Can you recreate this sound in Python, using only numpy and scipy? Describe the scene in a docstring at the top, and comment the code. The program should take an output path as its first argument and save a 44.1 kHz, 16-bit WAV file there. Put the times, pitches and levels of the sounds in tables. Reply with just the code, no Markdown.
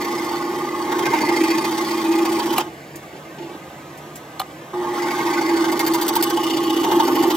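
"""A scroll saw is already cutting a board in a small workshop; it is switched off, and starts again.
Its motor buzzes on rectified mains, swung by the crank about 14 times a second. On every stroke the teeth
rasp through the wood, rattle the board and make the table boom; a heavier feed and a slower crank bring
more rattle, and twisting the board favours the blade's high tone. For a few strokes the blade binds and
shrieks. Two close microphone ports hear it all, with short echoes around."""
import sys
import numpy as np
from scipy import signal
from scipy.fft import rfft, irfft, next_fast_len
from scipy.io import wavfile
from scipy.ndimage import uniform_filter1d

SR = 44100
rng = np.random.default_rng(int(sys.argv[2]) if len(sys.argv) > 2 else 0)


def wrap_up_sound(samples):
    """Save the sound to the file named by the first command line argument, as 16-bit audio."""
    columns = np.atleast_2d(samples).T
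    # keep every value between -1 and 1, then stretch to whole-number steps
    tamed = np.clip(columns, -1, 1)
    steps = np.round(tamed * 32767).astype(np.int16)
    wavfile.write(sys.argv[1], SR, steps)


N = 324576

# Resonances of the saw's arm. Each row: pitch in Hz, width in Hz, relative level in dB.
ARM_MODES = [(3175, 120, 1.5), (3455, 140, -2.5), (3610, 82, -0.5), (4200, 53, -9), (4507, 80, 8.5),
             (5034, 76, 4), (5380, 96, -3.5), (5760, 31, 3), (6280, 120, -4.5), (7100, 19, -3),
             (8350, 130, 4)]
# Thin ringing of the steel blade. Each row: pitch in Hz, width in Hz, relative level in dB.
STEEL_MODES = [(4550, 180, 11), (8400, 120, 7), (11300, 92, -5), (12500, 100, 2), (13500, 120, 3),
               (14560, 130, 8.5), (15000, 130, -3)]
# Hiss of the dust, also used for light ticks and faint room hiss. Each row: Hz, relative level in dB.
DUST_SPECTRUM = [(4000, -9.5), (8000, 4), (9600, 1), (11500, 0.5), (13000, -4), (14800, -5), (16000, -11)]
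# Bright scrape of the binding blade and snap of the switch. Each row: Hz, relative level in dB.
SHRIEK_SPECTRUM = [(700, -15), (2000, -3), (3200, 0.5), (4400, -0.5), (6000, -3), (8500, 1.5), (9600, 5),
                   (12500, -1), (14700, 3), (16000, -17)]
POWER_OFF_S, POWER_ON_S = 2.605, 4.733
RIPPLE_HZ = 120.05  # ripple of the rectified mains


def from_db(db):
    """Level in dB to an amplitude factor."""
    return 10 ** (np.asarray(db) / 20)


def rms_one(x):
    """Scale to an rms of 1."""
    return x / np.sqrt(np.mean(x ** 2) + 1e-20)


def seconds():
    """Time of every sample."""
    return np.arange(N) / SR


def in_time(rows):
    """The columns of a curve, read at every sample."""
    s, *columns = np.transpose(rows)
    return [np.interp(seconds(), s, c) for c in columns]


def at_hz(points, hz):
    """A curve over frequency, read along a logarithmic axis."""
    known_hz, values = np.transpose(points)
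    return np.interp(np.log(hz + 1), np.log(known_hz), values)


def drift(rate):
    """Slow chance with spread 1: noise through two equal low-pass poles at rate (Hz)."""
    step = 40  # samples between drawn points
    r = np.exp(-2 * step * np.pi * rate / SR)
    noise = rng.standard_normal(N // step + 2002)
    slow = signal.lfilter([1], [1, -2 * r, r * r], noise)[2000:]  # drop the filter's settling
    return np.interp(np.arange(N) / step, np.arange(len(slow)), rms_one(slow))


def coloured(x, spectrum):
    """Give a steady signal a spectrum; rms 1."""
    size = next_fast_len(N)
    gain = from_db(at_hz(spectrum, np.fft.rfftfreq(size, 1 / SR)))
    return rms_one(irfft(rfft(x, size) * gain, size)[:N])


def resonate(x, modes, flicker_db=0):
    """Parallel resonances of alternating sign, whose drives may wander; white noise keeps its level."""
    out, power = 0, 0
    for k, (hz, width, db) in enumerate(modes):
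        r = np.exp(-np.pi * width / SR)
        drive = x * from_db(flicker_db * np.minimum(drift(38.0), 1.5)) if flicker_db else x
        poles = [1, -2 * r * np.cos(2 * np.pi * hz / SR), r * r]
        ring = signal.lfilter([1, 0, -1], poles, drive + 1e-18)
        out = out + (-1) ** k * from_db(db) * (1 - r * r) / 2 * ring
        power += from_db(2 * db) * (1 - r)
    return out / np.sqrt(power)


def bending(x, modes, bend, flicker_db):
    """Resonances whose pitches all move by the share bend; white noise keeps its level."""
    clock, out, power = np.cumsum(1 + bend) / SR, 0, 0
    for hz, width, db in modes:
        r, spin = np.exp(-np.pi * width / SR), np.exp(2j * np.pi * hz * clock)
        drive = x * from_db(db + flicker_db * np.minimum(drift(20), 1.5))
        # shift the mode down to 0 Hz, smooth it there, and shift it back up
        ring = signal.lfilter([1 - r], [1, -r], drive * spin.conj() + 1e-18)
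        out = out + 2 * np.real(spin * ring)
        power += from_db(2 * db) * (1 - r)
    return out / np.sqrt(power)


def grains(per_s, spread_db):
    """Random clicks of uneven size; rms 1."""
    sizes = from_db(spread_db * np.clip(rng.standard_normal(N), -2, 2)) * rng.choice([-1, 1], N)
    return rms_one(sizes * (rng.random(N) < per_s / SR))


def evened(x, span_s):
    """Hold the level of a vibration steady."""
    return x / np.sqrt(uniform_filter1d(x * x, max(int(span_s * SR), 2)) + 1e-9)


def bursts(rows, rise_s, fall_s):
    """Envelope of events (s, dB, length s) that rise, hold and die."""
    out = np.zeros(N)
    for s, db, length in rows:
        start = int(s * SR)
        age = seconds()[:min(N - start, SR // 2)]
        shape = (1 - np.exp(-age / rise_s)) * np.exp(-np.maximum(age - length, 0) / fall_s)
        out[start:start + len(age)] += from_db(db) * shape
    return out


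def workshop():
    """Steady background: a dull rush, a low wavering hum and faint hiss."""
    # Colour of the rush. Each row: Hz, relative level in dB.
    rush_spectrum = [(15, -79), (25, -83), (74, -15), (109, -18), (146, -8.5), (260, -13), (339, -2.5),
                     (382, -12.5), (605, -11), (1030, -14.5), (1250, -13), (1360, -25.5), (1500, -17.5),
                     (2000, -19), (2500, -22.5), (4820, -32), (8000, -37), (10400, -70), (17600, -120)]
    rush = from_db(-37.5) * coloured(rng.standard_normal(N), rush_spectrum)
    hum_hz, hum_wander_rad = 145.8, 1.34
    hum = np.sqrt(2) * np.sin(2 * np.pi * hum_hz * seconds() + hum_wander_rad * drift(5.9))
    hiss = from_db(-52.5) * coloured(rng.standard_normal(N), DUST_SPECTRUM)
    return rush + hum * from_db(-49.5 + 2.0 * drift(6.2)) + hiss


def touches():
    """Light ticks of wood chips and fingers on metal, and soft nudges that ring the frame."""
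    # Each row: time in seconds, level in dB before the trim below.
    tick_times = [(1.646, -21), (2.9567, -21.5), (3.03, -35), (3.9744, -28.5), (4.156, -19.5)]
    # A hand nudges the frame. Each row: start in seconds, level in dB, length in seconds.
    nudges = [(2.66, -33, 0.033), (2.95, -39, 0.019), (3.13, -37.5, 0.051), (3.38, -32, 0.093),
              (3.49, -35.5, 0.07)]
    taps = bursts([(s, db - 12.5, 0) for s, db in tick_times], rise_s=.0003, fall_s=0.014)
    ticks = coloured(rng.standard_normal(N), DUST_SPECTRUM) * taps
    push = bursts(nudges, rise_s=0.0021, fall_s=0.012)
    frame_modes = [(334, 20, 10.5), (864, 49, -3.0), (2830, 900, -23)]  # Hz, width Hz, relative dB
    frame = evened(resonate(grains(1500, spread_db=1.0), frame_modes), span_s=0.027)
    return ticks + frame * push


def power_switch():
    """The switch snaps and seats: blows ring the housing, its spring sings, and noise snaps (apart)."""
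    # Each row: time in seconds, snap in dB, blow on the housing in dB, spring pitch in Hz, its ring in dB.
    contacts = [(2.5805, -11, -10, 2370, -21), (2.5818, -20, 10.5, 2780, -15), (2.5845, -31, 2, 2440, -23),
                (2.597, -40, 3.5, 2300, -33), (4.396, -21, -14, 4270, -18), (4.3988, -22, 7, 3450, -24),
                (4.404, -37, -5, 2980, -24), (4.408, -44, -18, 4150, -41), (4.4155, -31, 2, 3560, -31)]
    # Resonances of the housing. Each row: pitch in Hz, width in Hz, relative level in dB.
    housing_modes = [(568, 22, 0.5), (757, 31, 9.5), (855, 49, 6), (1043, 47, 5), (1223, 28, 12),
                     (1400, 380, -7), (2330, 110, -10), (3020, 140, -11), (3520, 91, -15), (3970, 170, -9)]
    spring_fall_s = 0.0039
    snap_shape = bursts([(s, db, 0) for s, db, *_ in contacts], rise_s=0.00059, fall_s=0.0033)
    snaps = coloured(rng.standard_normal(N), SHRIEK_SPECTRUM) * snap_shape
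    blows, spring, age = np.zeros(N), np.zeros(N), seconds()[:SR // 20]
    for s, _, blow_db, hz, ring_db in contacts:
        start = int(s * SR)
        blows[start] = from_db(blow_db)
        ring = np.sin(2 * np.pi * hz * age) * np.exp(-age / spring_fall_s)
        spring[start:start + len(age)] += from_db(ring_db) * ring
    return resonate(blows, housing_modes) + spring, snaps


def binding():
    """At the top of each tight stroke the blade catches, jams with a slap, then scrapes and rings."""
    # Each row: slap time in seconds, slap in dB, scrape in dB, scrape length in seconds.
    jams = [(5.717, -30, -33, 0.015), (5.793, -18, -29.5, 0.021), (5.864, -26, -25, .02),
            (5.935, -34, -26, 0.02), (6.012, -20, -28.5, 0.02), (6.08, -24, -22.5, 0.014),
            (6.151, -31, -22.5, 0.018), (6.225, -18, -21, 0.017), (6.3, -22.5, -36, .005),
            (6.433, -27, -36, 0.0064)]
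    catch_lead_s, catch_s, catch_db = 0.0143, 0.0017, -1  # dB relative to the scrape
    slap = bursts([(s, db, 0) for s, db, _, _ in jams], rise_s=.0002, fall_s=0.0032)
    scrape = bursts([(s, db, length) for s, _, db, length in jams], rise_s=0.00077, fall_s=0.0042)
    catches = [(s - catch_lead_s, db + catch_db, catch_s) for s, _, db, _ in jams]
    catch = bursts(catches, rise_s=.001, fall_s=0.0017)
    steel = resonate(grains(4400, spread_db=-3.5), STEEL_MODES, flicker_db=-1.5)
    shriek = coloured(grains(3500, spread_db=4), SHRIEK_SPECTRUM)
    arm = resonate(grains(3000, spread_db=6), ARM_MODES, flicker_db=0.0)
    return (slap + scrape) * (shriek + 0.5 * steel + 0.27 * arm) + catch * steel


def grabs():
    """The teeth grab the wood, which knocks or squawks: short rough tones, each gliding from its pitch."""
    # Each row: start in seconds, level in dB, length in seconds, pitch in Hz,
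    # glide in shares of the pitch per second.
    squawks = [(1.057, -25, 0.018, 1570, -1), (1.127, -12.5, 0.019, 934, -1),
               (1.229, -12, 0.0086, 900, 3.5), (1.305, -20, 0.015, 856, -2.5),
               (4.968, -28, 0.019, 1210, 10.5), (5.062, -30, 0.031, 1270, 8.5),
               (5.134, -31, 0.023, 1460, 4), (5.213, -31, 0.023, 1430, 5), (5.367, -22, 0.02, 1445, 3.5),
               (5.938, -16, 0.0091, 924, 8), (6.159, -15, 0.0088, 920, 3), (6.367, -15.5, 0.019, 852, 1),
               (6.861, -15, 0.015, 877, -0.5), (6.913, -15.5, 0.014, 861, 1), (7.067, -27, 0.016, 870, -8)]
    rough_rad = 0.52 * drift(86)
    out, age = np.zeros(N), seconds()[:SR // 8]
    for s, db, length, hz, glide in squawks:
        span = slice(int(s * SR), int(s * SR) + len(age))
        shape = (1 - np.exp(-age / 0.0091)) * np.exp(-np.maximum(age - length, 0) / 0.011)
        cycles = hz * age * (1 + glide * np.minimum(age, length) / 2)
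        out[span] += from_db(db) * shape * np.sin(2 * np.pi * cycles + rough_rad[span])
    return out


def bites():
    """The teeth bite hard: snapping fibres ring each at its own pitch, a broad crunch or narrow squeal."""
    # Each row: start in seconds, level in dB, length in seconds, pitch in Hz, width in Hz.
    crunches = [(1.048, -28.5, 0.021, 2400, 700), (1.13, -34, 0.032, 2620, 500),
                (1.173, -32, 0.017, 2440, 200), (1.278, -33, 0.019, 2230, 500),
                (1.352, -35, .024, 4440, 500), (1.498, -36, .018, 3210, 700), (1.64, -29, 0.011, 4440, 900),
                (1.77, -31, .014, 4000, 1200), (1.907, -33, 0.014, 4500, 900),
                (2.116, -35, .016, 4400, 900), (2.25, -32, 0.013, 3400, 900),
                (2.388, -31, 0.019, 3200, 900), (6.426, -40, .016, 3330, 250),
                (6.488, -29.5, 0.017, 3370, 200), (6.533, -32, 0.012, 3240, 160),
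                (6.572, -30, 0.015, 3480, 160), (6.831, -31, 0.017, 2730, 700),
                (6.91, -33, 0.016, 3100, 700), (6.994, -27, 0.016, 3400, 1800),
                (7.302, -31, 0.019, 3400, 1500)]
    out, grit, age = np.zeros(N), grains(2500, spread_db=5.5), seconds()[:SR // 20]
    for s, db, length, hz, width in crunches:
        span = slice(int(s * SR), int(s * SR) + len(age))
        shape = (1 - np.exp(-age / 0.0028)) * np.exp(-np.maximum(age - length, 0) / 0.0027)
        out[span] += from_db(db) * shape * rms_one(resonate(grit[span], [(hz, width, 0)]))
    return out


def crank():
    """Turns so far, and drag (strokes/s lost to the cut); it coasts to rest and spins up with the power."""
    # Speed once up and running, sagging under the cut. Each row: time in seconds, strokes per second.
    running_speed = [(0.0, 14.89), (0.4, 14.85), (0.7, 15.15), (1.0, 14.17), (1.2, 12.62), (1.45, 13.9),
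                     (1.75, 15.39), (2.1, 14.51), (2.58, 14.25), (5.2, 13.2), (5.7, 13.03), (6.2, 14.31),
                     (6.5, 15.0), (6.7, 15.54), (6.9, 12.27), (7.36, 13.53)]
    free_strokes_per_s, spin_down_s, spin_up_s, start_turns = 15, .0387, .1223, .4
    t = seconds()
    speed, = in_time(running_speed)
    coasting = np.exp(-np.maximum(t - POWER_OFF_S, 0) / spin_down_s)
    restarting = 1 - np.exp(-np.maximum(t - POWER_ON_S, 0) / spin_up_s)
    turns = np.cumsum(speed * (coasting + restarting)) / SR + start_turns
    return turns, free_strokes_per_s - speed


def pressed_flat():
    """1 while the board is pressed flat on the table, else 0, with short ramps between."""
    # From and to, in seconds.
    press_span = (1.47, 2.65)
    start, end = press_span
    ramp_s = 0.13
    return np.clip(np.minimum(seconds() - start, end - seconds()) / ramp_s + .5, 0, 1)


def ripple_cycles(multiple):
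    """Cycles of one harmonic of the current ripple; the frame delays each differently."""
    k = round(multiple)
    return k * RIPPLE_HZ * seconds() + (k / np.e) ** 2


def motor(turns, feed_db):
    """Current ripple shakes the frame; the crank's changing leverage splits each harmonic into three lines."""
    # Each row: multiple of the ripple, dB one stroke rate below it, dB on it, dB one stroke rate above it,
    # share of the cycle at which it is loudest; all levels before the load and trim below.
    ripple_lines = [(2, -44, -48.5, -44, 0.47), (3, -25.5, -36.5, -38, 0.89), (4, -65, -42.5, -49, 0.28),
                    (5, -73, -51.5, -45, 0.25), (6, -67, -52, -52, 0.52), (7, -33.5, -54, -38.5, 0.11),
                    (8, -42, -66, -55, 0.4), (9, -38, -37.5, -34, 0.52), (10, -39, -41.5, -40.5, 0.58),
                    (15, -52.5, -50.5, -77, 1), (16, -54, -54, -75, 1)]
    light_feed_db, swell, waver = -5.5, 0.74, 0.45
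    load_db = swell * np.maximum(feed_db - light_feed_db, 0)
    lever = np.exp(2j * np.pi * turns)
    buzz = 0
    for multiple, below_db, centre_db, above_db, loudest in ripple_lines:
        swing = lever * np.exp(-2j * np.pi * loudest)
        lines = from_db(below_db) / swing + from_db(centre_db) + from_db(above_db) * swing
        # high harmonics waver most; low ones swell with the load
        chance = drift(8.3) + 1j * drift(26)
        unsteady = (1 + waver * min(multiple / 10, 1) ** 2 * chance) * from_db(load_db / multiple)
        buzz = buzz + np.real(lines * unsteady * np.exp(2j * np.pi * ripple_cycles(multiple)))
    # the board drones along more strongly while pressed flat
    drone = np.sqrt(2) * np.sin(2 * np.pi * (ripple_cycles(2) - turns))
    drone = drone * from_db(-52.5 + 14.5 * pressed_flat())
    # the starting current makes the buzz surge, then it settles
    inrush_db, inrush_s = 3, 0.34
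    since_on = seconds() - POWER_ON_S
    surge = from_db(inrush_db * (since_on > 0) * np.exp(-np.abs(since_on) / inrush_s))
    return surge * (buzz * from_db(-0.38) + drone)


def table_boom(turns, heave_db):
    """The table's main mode: one firm tone, kept ringing by the strokes and heaving with them."""
    # Each row: time in seconds, boom in dB before the trim and swings below.
    boom_level = [(0, -34), (.55, -40), (.9, -34), (1.13, -51), (1.25, -21), (1.38, -16.5), (1.7, -25),
                  (1.98, -23), (2.08, -17.5), (2.58, -23), (4.75, -44), (5.35, -23), (5.65, -15.5),
                  (5.8, -25), (5.92, -13.5), (6.1, -28), (6.4, -21.5), (6.7, -22.5), (6.95, -16.5),
                  (7.36, -21.5)]
    level_db, = in_time(boom_level)
    peak_share, swing_db, flicker_db, wander_rad = 0.813, 4.5, 2, 1
    stroke = turns - peak_share
    cycles = ripple_cycles(3) - 2 * stroke  # two stroke rates under the ripple's third harmonic
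    tone = np.sqrt(2) * np.sin(2 * np.pi * cycles + wander_rad * drift(4.6))
    swing = swing_db * np.cos(2 * np.pi * stroke) + 0.42 * heave_db
    return tone * from_db(level_db - 5 + swing + flicker_db * drift(3.8))


def table_rumble(feed_db, heave_db):
    """Random knocks ring the table, louder with the feed and damped by a board pressed flat."""
    # Each row: pitch in Hz, width in Hz, relative level in dB.
    table_modes = [(139, 7.9, -19), (206, 17, -20.5), (225, 8.5, -15), (266, 17, -8.5), (312.3, 15, 2),
                   (340, 18.5, -2.5), (368.7, 24, -4.5), (447.5, 52, -13), (479.6, 41, -15.5)]
    rumble = evened(resonate(grains(1500, spread_db=3.0), table_modes), span_s=0.03)
    return rumble * from_db(-29.5 + feed_db + heave_db - 2.5 * pressed_flat())


def board_rattle(drag, feed_db, knock_db, bend):
    """The strokes shake the loose board, more so when the crank is dragged down."""
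    # Each row: pitch in Hz, width in Hz, relative level in dB.
    board_modes = [(627, 47, -12.5), (732, 16, -17), (806, 7, -2.5), (859, 52, 4.5), (895, 14, 4.5),
                   (938, 8.5, 4), (1030, 17, -9), (1115, 10, -3), (1210, 42, -23), (1220, 120, -24)]
    knocks = grains(900, spread_db=2.5) * from_db(knock_db)
    rattle = bending(knocks, board_modes, bend / 2, flicker_db=2.5)
    return rattle * from_db(-35.5 + 2 * drag + 0.4 * feed_db)


def teeth(turns, jitter):
    """A click for every tooth, coming faster at mid-stroke and stopping at the turns; rms 1."""
    tooth_hz = 523.3  # teeth per second at the fastest moment, before jitter
    speed = np.abs(np.gradient(np.cos(2 * np.pi * (turns + .05))))
    passed = np.cumsum(tooth_hz / SR * speed / speed.max() * (1 + jitter * drift(120)))
    sizes = from_db(4.4 * np.clip(rng.standard_normal(N), -2, 2))
    return rms_one(np.diff(np.floor(passed), prepend=0) * sizes)


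def blade_tones(strikes, drag, twist_db, depth_db, bite_db, bend):
    """Tooth strikes ring the blade; twisting trades its low tone for its high one."""
    # Low tone. Each row: pitch in Hz, width in Hz, relative level in dB.
    low_modes = [(2077, 55, 13), (2020, 110, 3.5)]
    # High tone. Each row: pitch in Hz, width in Hz, relative level in dB.
    high_modes = [(2980, 104, 11), (3150, 73, 1.7), (3324, 29, 1.7)]
    low_db = -43.5 + 2.5 * drag - 0.5 * twist_db + 0.43 * depth_db
    high_db = -43.5 - 0.5 * drag + 1.22 * twist_db + 0.43 * depth_db
    low = bending(strikes * from_db(low_db + 0.39 * bite_db), low_modes, bend, flicker_db=2.5)
    high = bending(strikes * from_db(high_db + 0.41 * bite_db), high_modes, bend / 2, flicker_db=3)
    return low + high


def wood_tones(strikes, bite_db, bend):
    """The wood's own resonances, which bend as the blade travels through the kerf."""
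    # Lower resonances. Each row: pitch in Hz, width in Hz, relative level in dB.
    wood_modes = [(1100, 55, -1), (1330, 40, -13), (1520, 58, 2), (1790, 106, -4)]
    # Resonances at the kerf. Each row: pitch in Hz, width in Hz, relative level in dB.
    kerf_modes = [(2420, 210, 9), (2520, 81, -10)]
    # How strongly the teeth excite the lower ones. Each row: time in seconds, dB before the trim below.
    wood_level = [(0, -40.5), (.75, -42), (.92, -29.5), (1.15, -30), (1.5, -61), (2.58, -37), (4.75, -49),
                  (5.05, -30), (5.4, -32.5), (5.7, -30), (6.3, -30.5), (6.5, -58), (7.36, -49)]
    # How strongly the teeth excite the kerf. Each row: time in seconds, dB before the trim below.
    kerf_level = [(0, -65), (.8, -57), (1.15, -52), (1.4, -32), (1.85, -39), (2.1, -38), (2.58, -38),
                  (4.75, -65), (5.3, -49), (5.7, -59), (7.36, -48)]
    (wood_db,), (kerf_db,) = in_time(wood_level), in_time(kerf_level)
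    wood_drive = strikes * from_db(wood_db - 6 + 0.2 * bite_db)
    kerf_drive = strikes * from_db(kerf_db - 5 + 0.091 * bite_db)
    wood = bending(wood_drive, wood_modes, 2 * bend, flicker_db=6.0)
    return wood + bending(kerf_drive, kerf_modes, 2 * bend, flicker_db=5)


def arm_and_rasp(strikes, depth_db, bite_db, bend):
    """The strikes ring the saw's arm, and with the snapping fibres they rasp."""
    # Each row: Hz, relative level in dB.
    rasp_spectrum = [(400, -34), (1000, 3), (1500, 2), (2400, 0), (3500, -0.5), (5000, -4), (7000, -3),
                     (8500, -4.5), (10000, -1.5), (12000, -15.5), (16000, -43)]
    arm_drive = strikes * from_db(-41 + depth_db + 0.51 * bite_db)
    arm = bending(arm_drive, ARM_MODES, 0.82 * bend, flicker_db=5.5)
    rasp = coloured(0.55 * strikes + 0.87 * grains(3000, spread_db=4.0), rasp_spectrum)
    return arm + rasp * from_db(-38.5 + depth_db + 0.48 * bite_db)


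def dust_and_steel(strikes, depth_db, twist_db, bite_db):
    """Dust hisses out of the kerf over the thin ring of the steel."""
    # The highest modes sing out as the board is turned. Each row: pitch in Hz, width in Hz, relative dB.
    top_modes = [(12660, 350, 8), (13150, 140, -11), (14200, 160, 0)]
    # Their level. Each row: time in seconds, dB before the swing of the strokes.
    top_level = [(0, -51), (1.55, -68), (1.7, -51), (2.58, -50), (4.75, -87), (6.6, -56), (6.9, -41.5),
                 (7.36, -39.5)]
    hiss = coloured(grains(7700, spread_db=-1.5), DUST_SPECTRUM)
    sizzle = 0.94 * hiss + 0.18 * resonate(strikes, STEEL_MODES, flicker_db=8.5)
    dust = sizzle * from_db(-42 + depth_db + 0.24 * twist_db + bite_db)
    top_db, = in_time(top_level)
    return dust + resonate(strikes, top_modes, flicker_db=2) * from_db(top_db + 0.5 * bite_db)


def saw(turns, drag):
    """Motor, table, board and teeth, all paced by the crank and driven by the hands on the board."""
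    # How hard the board is fed, as the force on the table. Each row: time in seconds, dB.
    feed_curve = [(0, -0.5), (0.75, -2.5), (1.2, 4), (1.4, 3), (1.8, -1), (2.15, -0.5), (2.58, 0),
                  (4.75, -14), (5.05, -1), (5.65, -0.5), (6.68, -0.5), (6.9, 4.5), (7.36, 4.5)]
    # How deeply the teeth engage the wood. Each row: time in seconds, dB.
    depth_curve = [(0, -0.5), (0.75, -7), (1.05, -0.5), (1.45, 3), (2.1, 0), (2.58, 1), (4.75, -14.5),
                   (5.0, -2), (5.2, 0.5), (5.6, -0.5), (7.36, 0.0)]
    # Sideways pressure on the blade. Each row: time in seconds, dB toward the high tone.
    twist_curve = [(0, -13.5), (0.75, -7.5), (1.2, -12.5), (1.9, -11.5), (2.55, 4), (4.75, -1.5),
                   (5.3, -13), (5.65, 0.5), (6.1, -2.5), (6.42, 7.5), (7.36, 7)]
    # One stroke, cutting down and then returning. Each row: share of the cycle,
    # table heave, board knock and teeth, each in dB before the contrast below.
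    stroke_shape = [(.03, 2, 1.5, 4), (.16, 5, 7, 6.5), (.3, 1.5, 4, -6.5), (.46, 1.5, 1.5, -3),
                    (.58, 0, -1, -0.5), (.73, 3, 0, 0.5), (.84, 5, 0.5, -1.5), (.94, -5, 3, -10)]
    (feed_db,), (depth_db,), (twist_db,) = in_time(feed_curve), in_time(depth_curve), in_time(twist_curve)
    share, *columns = np.transpose(stroke_shape)
    # the harder the board is fed, the more the strokes stand out
    contrast = np.clip(1.63 + 1.13 * feed_db, .3, 1.3)
    heave_db, knock_db, teeth_db = [contrast * np.interp(turns % 1, share, c, period=1) for c in columns]
    bite_db = teeth_db + 0.9 * drift(23)  # the grain of the wood resists unevenly
    bend = 0.018 * np.sin(2 * np.pi * turns) + 0.01 * drift(7.5)  # share of the pitch
    # teeth strike and fibres snap; the contact slides along the blade and favours ever different modes
    strikes = 0.56 * teeth(turns, jitter=.04) + 0.65 * grains(2000, spread_db=-3.0)
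    cutting = table_boom(turns, heave_db) + table_rumble(feed_db, heave_db)
    cutting = cutting + board_rattle(drag, feed_db, knock_db, bend)
    cutting = cutting + blade_tones(strikes, drag, twist_db, depth_db, bite_db, bend)
    cutting = cutting + wood_tones(strikes, bite_db, bend)
    cutting = cutting + arm_and_rasp(strikes, depth_db, bite_db, bend)
    cutting = cutting + dust_and_steel(strikes, depth_db, twist_db, bite_db)
    # the switch cuts the drive, and the saw picks up quickly when switched on again
    run_down_db_per_s, pick_up_s = 305, .004
    t = seconds()
    running = from_db(-run_down_db_per_s * np.maximum(t - POWER_OFF_S, 0))
    running = running + np.clip((t - POWER_ON_S) / pick_up_s, 0, 1)
    return running * motor(turns, feed_db), running * cutting


def reflections(x, count):
    """Close echoes off the table, hands and walls, each wandering in strength; together they keep the level."""
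    gap_s, room_t60_s = .0016, 0.16
    out, power = np.zeros(N), 0
    for k in range(count):
        lag = int((k + rng.random()) * gap_s * SR) + 1
        gain = from_db(-60 * lag / SR / room_t60_s) * drift(5.14)
        out[lag:] += gain[lag:] * x[:N - lag]
        power = power + gain * gain
    return out / np.sqrt(power)


def microphone(tonal, noisy):
    """Direct sound reaches the two ports out of step; the room scatters the noises differently to each."""
    # Each row: Hz, radians by which the left port leads the right.
    left_lead = [(60, 0), (400, .06), (800, 0), (1000, -.9), (1250, -.7), (2200, 0), (3600, .1),
                 (4500, 1.3), (6600, 1.4), (8500, 2.5), (9200, 3.1), (10100, 3.2), (11200, 4.6), (12500, 6),
                 (16000, 6.6)]
    # Each row: Hz, share of direct sound in the power of the noises.
    direct_share = [(60, 1), (300, 0.99), (600, 0.93), (850, 0.88), (1400, 0.14), (2500, 0.49),
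                    (4500, 0.72), (7000, 0.61), (9100, 1), (10200, 0.99), (12000, 0.61), (16000, 1)]
    # Each row: Hz, left minus right in dB.
    left_balance = [(60, -0.45), (380, -1.24), (1300, -2), (2400, 0.51), (4400, -0.77), (8000, -0.1)]
    size = next_fast_len(N + SR // 20)
    hz, sides = np.fft.rfftfreq(size, 1 / SR), np.array([[1], [-1]])  # left, right
    lead = np.exp(.5j * sides * at_hz(left_lead, hz))
    room = rfft(np.array([reflections(noisy, count=6) for _ in sides]), size)
    share = np.clip(at_hz(direct_share, hz), 0, 1)
    direct = (rfft(tonal, size) + np.sqrt(share) * rfft(noisy, size)) * lead
    heard = direct + np.sqrt(1 - share) * room
    return irfft(heard * from_db(sides * at_hz(left_balance, hz) / 2), size)[:, :N]


def scene():
    """The saw and the hands at it, in the workshop."""
    background = workshop() + touches()
    clacks, snaps = power_switch()
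    turns, drag = crank()
    buzz, cutting = saw(turns, drag)
    tonal = buzz + clacks + grabs()
    noisy = cutting + bites() + binding() + snaps + background
    return microphone(tonal, noisy)


def record(dry):
    """The top is cut steeply at 15.9 kHz."""
    return signal.sosfilt(signal.ellip(10, .2, 80, 15900, fs=SR, output="sos"), dry)


dry = scene()
out = record(dry)
wrap_up_sound(out)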